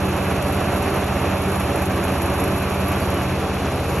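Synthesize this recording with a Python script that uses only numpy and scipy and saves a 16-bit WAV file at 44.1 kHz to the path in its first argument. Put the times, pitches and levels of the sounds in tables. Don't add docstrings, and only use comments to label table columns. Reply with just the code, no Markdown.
import sys
import numpy as np
from scipy import signal
from scipy.fft import rfft, irfft
from scipy.io import wavfile

SR = 44100
rng = np.random.default_rng(int(sys.argv[2]) if len(sys.argv) > 2 else 0)


def file_out(sig):
    cols = np.atleast_2d(sig).T
    lim = np.clip(cols, -1, 1)
    pcm = np.round(lim * 32767).astype(np.int16)
    wavfile.write(sys.argv[1], SR, pcm)


N = 176400

# time in seconds, beats per second.
ENGINE_SPEED = [(0, 16.63), (.5, 16.755), (1.05, 16.785), (1.55, 16.69), (1.9, 16.61), (2.7, 16.665),
                (3.4, 16.675), (4, 16.51)]
# time in seconds, roar gain in dB, lean of the
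# midrange to the right (0-1), rattle gain in dB, engine gain in dB, gain of the ticks' ring in dB,
# how squarely it faces the open stream (0-1).
MIC_TURN = [(0, 0, 0.4, 1, 0, -13, 0), (1, 0.5, 0.36, 1, -0.8, 5, 0.7), (1.6, 0, 0.38, 0.5, -0.5, -4, 0),
            (2.4, 0.31, 0.3, 0, -0.8, 6.5, 0.04), (3.1, 0, 0.26, 0.5, 0.5, 4, 0.5),
            (3.55, -0.58, 0.17, -3, -1.5, -15, 1), (4, -1.5, 0, 1.5, 1, -8, 1)]
# frequency in Hz, relative strength in dB.
METAL_TONE = [(3000, -38.5), (6200, -13), (7150, -9.5), (7800, -7), (8800, -36.5), (9600, -2.5),
              (10200, -1), (10750, -0.5), (11100, -3), (11350, 2), (11550, -7), (11800, -3), (12300, -19.5),
              (12900, -34)]


def undb(db):
    return 10 ** (np.asarray(db) / 20)


def level(x, db):
    return x * undb(db) / np.sqrt(np.mean(x ** 2))


def curve(table, column=1):
    rows = np.array(table)
    return np.interp(np.arange(N) / SR, rows[:, 0], rows[:, column])


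def colour(x, points):
    size = 2 * N
    hz, db = np.array(points).T
    gain = undb(np.interp(np.log(np.fft.rfftfreq(size, 1 / SR) + 1), np.log(hz), db))
    cepstrum = irfft(np.log(gain))
    cepstrum[1:N] *= 2
    cepstrum[N + 1:] = 0
    return irfft(rfft(x, size) * np.exp(rfft(cepstrum)))[:N]


def band(x, low_hz, high_hz):
    return signal.sosfiltfilt(signal.butter(1, [low_hz, high_hz], "band", fs=SR, output="sos"), x)


def noise(points):
    return level(colour(rng.standard_normal(N), points), 0)


def wander(rate_hz):
    smoothing = np.exp(-(np.fft.rfftfreq(N, 1 / SR) / rate_hz) ** 2)
    return level(irfft(rfft(rng.standard_normal(N)) * smoothing, N), 0)


def phase_of(hz):
    return 2 * np.pi * np.cumsum(hz) / SR


def ringing(hz, fade_s):
    t = np.arange(N) / SR
    return np.sin(2 * np.pi * hz * t) * np.exp(-np.log(1000) * t / fade_s)


def glides(notes):
    t, out = np.arange(N) / SR, 0
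    for start, length, from_hz, to_hz, db in notes:
        progress = np.clip((t - start) / length, 0, 1)
        hz = from_hz + (to_hz - from_hz) * progress
        out = out + undb(db) * np.sin(np.pi * progress) * np.sin(phase_of(hz))
    return out


def strikes(times, dbs):
    out, at = np.zeros(N), np.round(np.asarray(times) * SR).astype(int)
    inside = (at >= 0) & (at < N)
    np.add.at(out, at[inside], undb(dbs)[inside])
    return out


def engine_kicks(per_beat, start_s, jitter_s, scatter_db):
    beats = np.cumsum(curve(ENGINE_SPEED)) / SR
    due_beats = np.arange(0, beats[-1], 1 / per_beat)
    chance = rng.standard_normal((len(due_beats), 2))
    times = np.interp(due_beats, beats, np.arange(N) / SR)
    return strikes(start_s + times + jitter_s * chance[:, 0], scatter_db * chance[:, 1])


def mic_ports(x):
    # frequency in Hz, angle in radians by which the left side leads.
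    left_lead = [(0, -4.5), (6200, 0.5), (7100, 1.28), (8000, 3), (9400, 3), (12200, 6.5)]
    hz, radians = np.array(left_lead).T
    half_shift = np.exp(.5j * np.interp(np.fft.rfftfreq(N, 1 / SR), hz, radians))
    return irfft(rfft(x) * np.array([half_shift, 1 / half_shift]), N)


def bird():
    # start in seconds, length in seconds, first pitch in Hz, last pitch in Hz, level in dB.
    chirps = [(2.899, .09, 3080, 3290, -43), (3.13, 0.095, 3090, 2820, -38.5),
              (3.42, .11, 3510, 3210, -46.5), (3.49, .12, 3530, 3340, -53.5),
              (3.61, .09, 3495, 3290, -44.5)]
    return glides(chirps)


def clinks():
    # start in seconds, level in dB.
    taps = [(.44, -46), (.86, -46), (3.01, -41)]
    return signal.fftconvolve(strikes(*np.array(taps).T), ringing(hz=4600, fade_s=.24))[:N]


def click(start_s=.985, decay_s=.0015):
    # frequency in Hz, relative strength in dB.
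    click_tone = [(2500, -20), (5000, 2), (9000, -4), (13000, -2)]
    age = np.arange(N) / SR - start_s
    fade = (age > 0) * np.exp(-np.abs(age) / decay_s)
    return mic_ports(noise(click_tone) * fade * undb(-32))


def struck_metal(hits, decay_s):
    chatter = rng.standard_normal(N)
    fades = signal.lfilter([1], [1, -np.exp(-1 / (decay_s * SR))], hits)
    return colour(fades * chatter, METAL_TONE) / np.std(colour(chatter, METAL_TONE))


def rattle(shaft_hz=27.2, shaft_lag_s=.014):
    # pitch in Hz, seconds to fade by 60 dB, relative strength.
    ring_tones = [(10600, .03, 0.47), (11260, 0.17, 0.89), (11400, 0.083, .7), (11800, 0.043, 0.54)]
    # start in seconds, level in dB.
    hard_hits = [(.524, -34), (1.758, -26.5), (1.857, -30), (2.219, -38), (2.258, -31), (2.398, -32),
                 (2.438, -28.5), (2.917, -31), (3.102, -35)]
    t = np.arange(N) / SR
    engine_shake_db = 1.4 * np.cos(phase_of(curve(ENGINE_SPEED)))
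    shaft_shake_db = 5 * np.cos(2 * np.pi * shaft_hz * (t - shaft_lag_s))
    hits = engine_kicks(per_beat=3, start_s=.0036, jitter_s=.0005, scatter_db=3.2)
    hits *= undb(engine_shake_db + shaft_shake_db)
    one_ring = sum(strength * ringing(hz, fade_s) for hz, fade_s, strength in ring_tones)
    ring = level(signal.fftconvolve(hits, one_ring)[:N], -50) * undb(curve(MIC_TURN, column=5))
    ticks = level(struck_metal(hits, decay_s=.017), -42)
    clacks = struck_metal(strikes(*np.array(hard_hits).T), decay_s=.0067)
    scattered = np.array([noise(METAL_TONE), noise(METAL_TONE)]) * undb(-54.5)
    sizzle = noise(METAL_TONE) * undb(-44)
    steady_rattle = (ticks + ring + sizzle) * undb(curve(MIC_TURN, column=3))
    return mic_ports(steady_rattle + clacks) + scattered


def rush():
    # frequency in Hz, relative strength in dB.
    rush_tone = [(200, -22.5), (380, -6.5), (460, 3.5), (600, -12), (760, -1), (950, -17), (2500, -26),
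                 (4000, -27.5), (6500, -30), (9000, -50)]
    return noise(rush_tone) * undb(-32.5) * curve(MIC_TURN, column=6)


def low_swells(pitch_drift=.06, drift_hz=7, swell_hz=8):
    # middle pitch in Hz, base level in dB.
    resonances = [(275, -36.5), (320, -36), (415, -37.5)]
    # start and length in seconds, first and last pitch in Hz, level in dB.
    swells = [(.44, .14, 790, 756, -31), (1.32, 0.11, 415, 396, -30), (1.45, 0.1, 398, 374, -25),
              (1.7, 0.078, 400, 400, -27.5), (1.94, 0.11, 394.3, 378, -28.5), (2.27, 0.1, 370, 405, -27.5),
              (2.37, .12, 255, 313.5, -24.5), (2.43, 0.11, 399, 374, -27), (2.84, 0.11, 1170, 1157, -30.5),
              (3.4, 0.14, 780, 753, -29)]
    out = 0
    for hz, db in resonances:
        phase = phase_of(hz * (1 + pitch_drift * wander(drift_hz)))
        tone = wander(swell_hz) * np.sin(phase) + wander(swell_hz) * np.cos(phase)
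        out = out + level(tone, db)
    return out * undb(curve(MIC_TURN)) + glides(swells)


def engine(low_cut_hz=47.6, hiss_lag_s=.0606, hiss_sharpness=2.25):
    # delay in seconds, relative strength in dB.
    firing_pair = [(.0162, -2), (0.0299, -1)]
    # pitch in Hz, width in Hz, strength (minus flips the wave).
    pipe_tones = [(86.8, 32.7, -0.84), (129, 13.8, 0.87), (162, 13.4, 0.27), (196, 29, 0.28)]
    # frequency in Hz, relative strength in dB.
    hiss_tone = [(2000, -25), (3500, 2), (4900, -3.5), (5600, -1.5), (7100, 4), (8200, -7), (12000, -49)]
    firings = sum(engine_kicks(1, delay_s, jitter_s=.0003, scatter_db=.07) * undb(db)
                  for delay_s, db in firing_pair)
    pipe = sum(strength * signal.lfilter(*signal.iirpeak(hz, hz / width, fs=SR), firings)
               for hz, width, strength in pipe_tones)
    pipe = signal.lfilter(*signal.butter(2, low_cut_hz, "high", fs=SR), pipe)
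    beat_hz = curve(ENGINE_SPEED)
    cycle = phase_of(beat_hz) - 2 * np.pi * hiss_lag_s * beat_hz
    hiss = noise(hiss_tone) * np.exp(hiss_sharpness * np.cos(cycle))
    throb = np.sin(2 * cycle)
    out = level(pipe, -25.5) + level(throb, -49) + mic_ports(level(hiss, -49.5))
    return out * undb(curve(MIC_TURN, column=4))


def fan(wobble_radians=.06, whine_drift=.002, whine_flutter_db=2):
    # time in seconds, hum pitch in Hz, gain of the lowest tone in dB, gain of the rest in dB.
    hum_course = [(0, 189.6, 0, -3), (.5, 190.8, 0, 0.5), (1, 191.7, -0.5, -1.5), (1.5, 191, -0.5, -1.5),
                  (1.8, 189.7, -1.5, 0), (2.25, 189.7, -3, 0), (2.5, 190.4, -2, 0.5),
                  (2.75, 190.4, 0, -0.5), (3.1, 190, -2.5, 0.5), (3.5, 189.8, -0.5, -3), (4, 188.7, -7, -2)]
    # multiple of the hum pitch, base level in dB, left minus right in dB, flutter in dB.
    blade_tones = [(1, -29, -1.5, 2.5), (2, -40.5, 5.5, 3), (3, -34.5, -2.5, 1.5), (4, -45, -9, 1.5),
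                   (6, -41.5, -5.5, 3.5), (7, -48.5, -5, 3)]
    # average pitch in Hz, level in dB.
    whines = [(2595, -50.5), (4124, -59.5), (4570, -61.5), (5502, -59.5)]
    hum_hz = curve(hum_course)
    phase, out = phase_of(hum_hz), 0
    for multiple, db, pan_db, flutter_db in blade_tones:
        tone = np.sin(multiple * (phase + wobble_radians * wander(12)))
        tone *= undb(flutter_db * wander(15))
        swell_db = curve(hum_course, column=2 if multiple == 1 else 3)
        ears_db = np.array([[pan_db], [-pan_db]]) / 2
        out = out + level(tone, db) * undb(swell_db + ears_db)
    for whine_hz, db in whines:
        speed = hum_hz / hum_hz.mean() * (1 + whine_drift * wander(36))
        whine = np.sin(phase_of(whine_hz * speed)) * undb(whine_flutter_db * wander(12.3))
        out = out + level(whine, db)
    return out


def air_roar(gust_db=.93):
    # frequency in Hz, relative strength in dB.
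    shared_tone = [(20, -27), (40, -14), (65, -0.5), (120, -3.5), (235, -4), (275, -2.5), (400, -3),
                   (520, -6), (620, -2), (760, -4), (860, -5.5), (1200, -8), (1600, -11.5), (2000, -15.5),
                   (2600, -13), (3200, -22.5), (4200, -29), (4900, -39.5), (5500, -28), (7000, -33.5),
                   (8000, -52), (12600, -79)]
    wide_tone = [(24, -13), (45, -9), (110, -4.5), (190, -14), (400, -1), (580, 1.5), (900, -13),
                 (1800, -49), (2400, -20), (2960, -9), (4240, -9), (5390, -16), (5930, -46.5), (7000, -22),
                 (9000, -12), (12500, -51)]
    middle = noise(shared_tone) * undb(-24.5 + gust_db * wander(27.6))
    lean = curve(MIC_TURN, column=2) * band(middle, 470, 1040) + band(middle, 3510, 3530)
    side = noise(wide_tone) * undb(-38) - lean
    return np.array([middle + side, middle - side]) * undb(curve(MIC_TURN))


def scene():
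    return engine() + fan() + air_roar() + low_swells() + rush() + rattle() + click() + clinks() + bird()


def record(dry, top_hz=12700):
    return signal.sosfilt(signal.ellip(8, .2, 70, top_hz, fs=SR, output="sos"), dry)


dry = scene()
out = record(dry)
file_out(out)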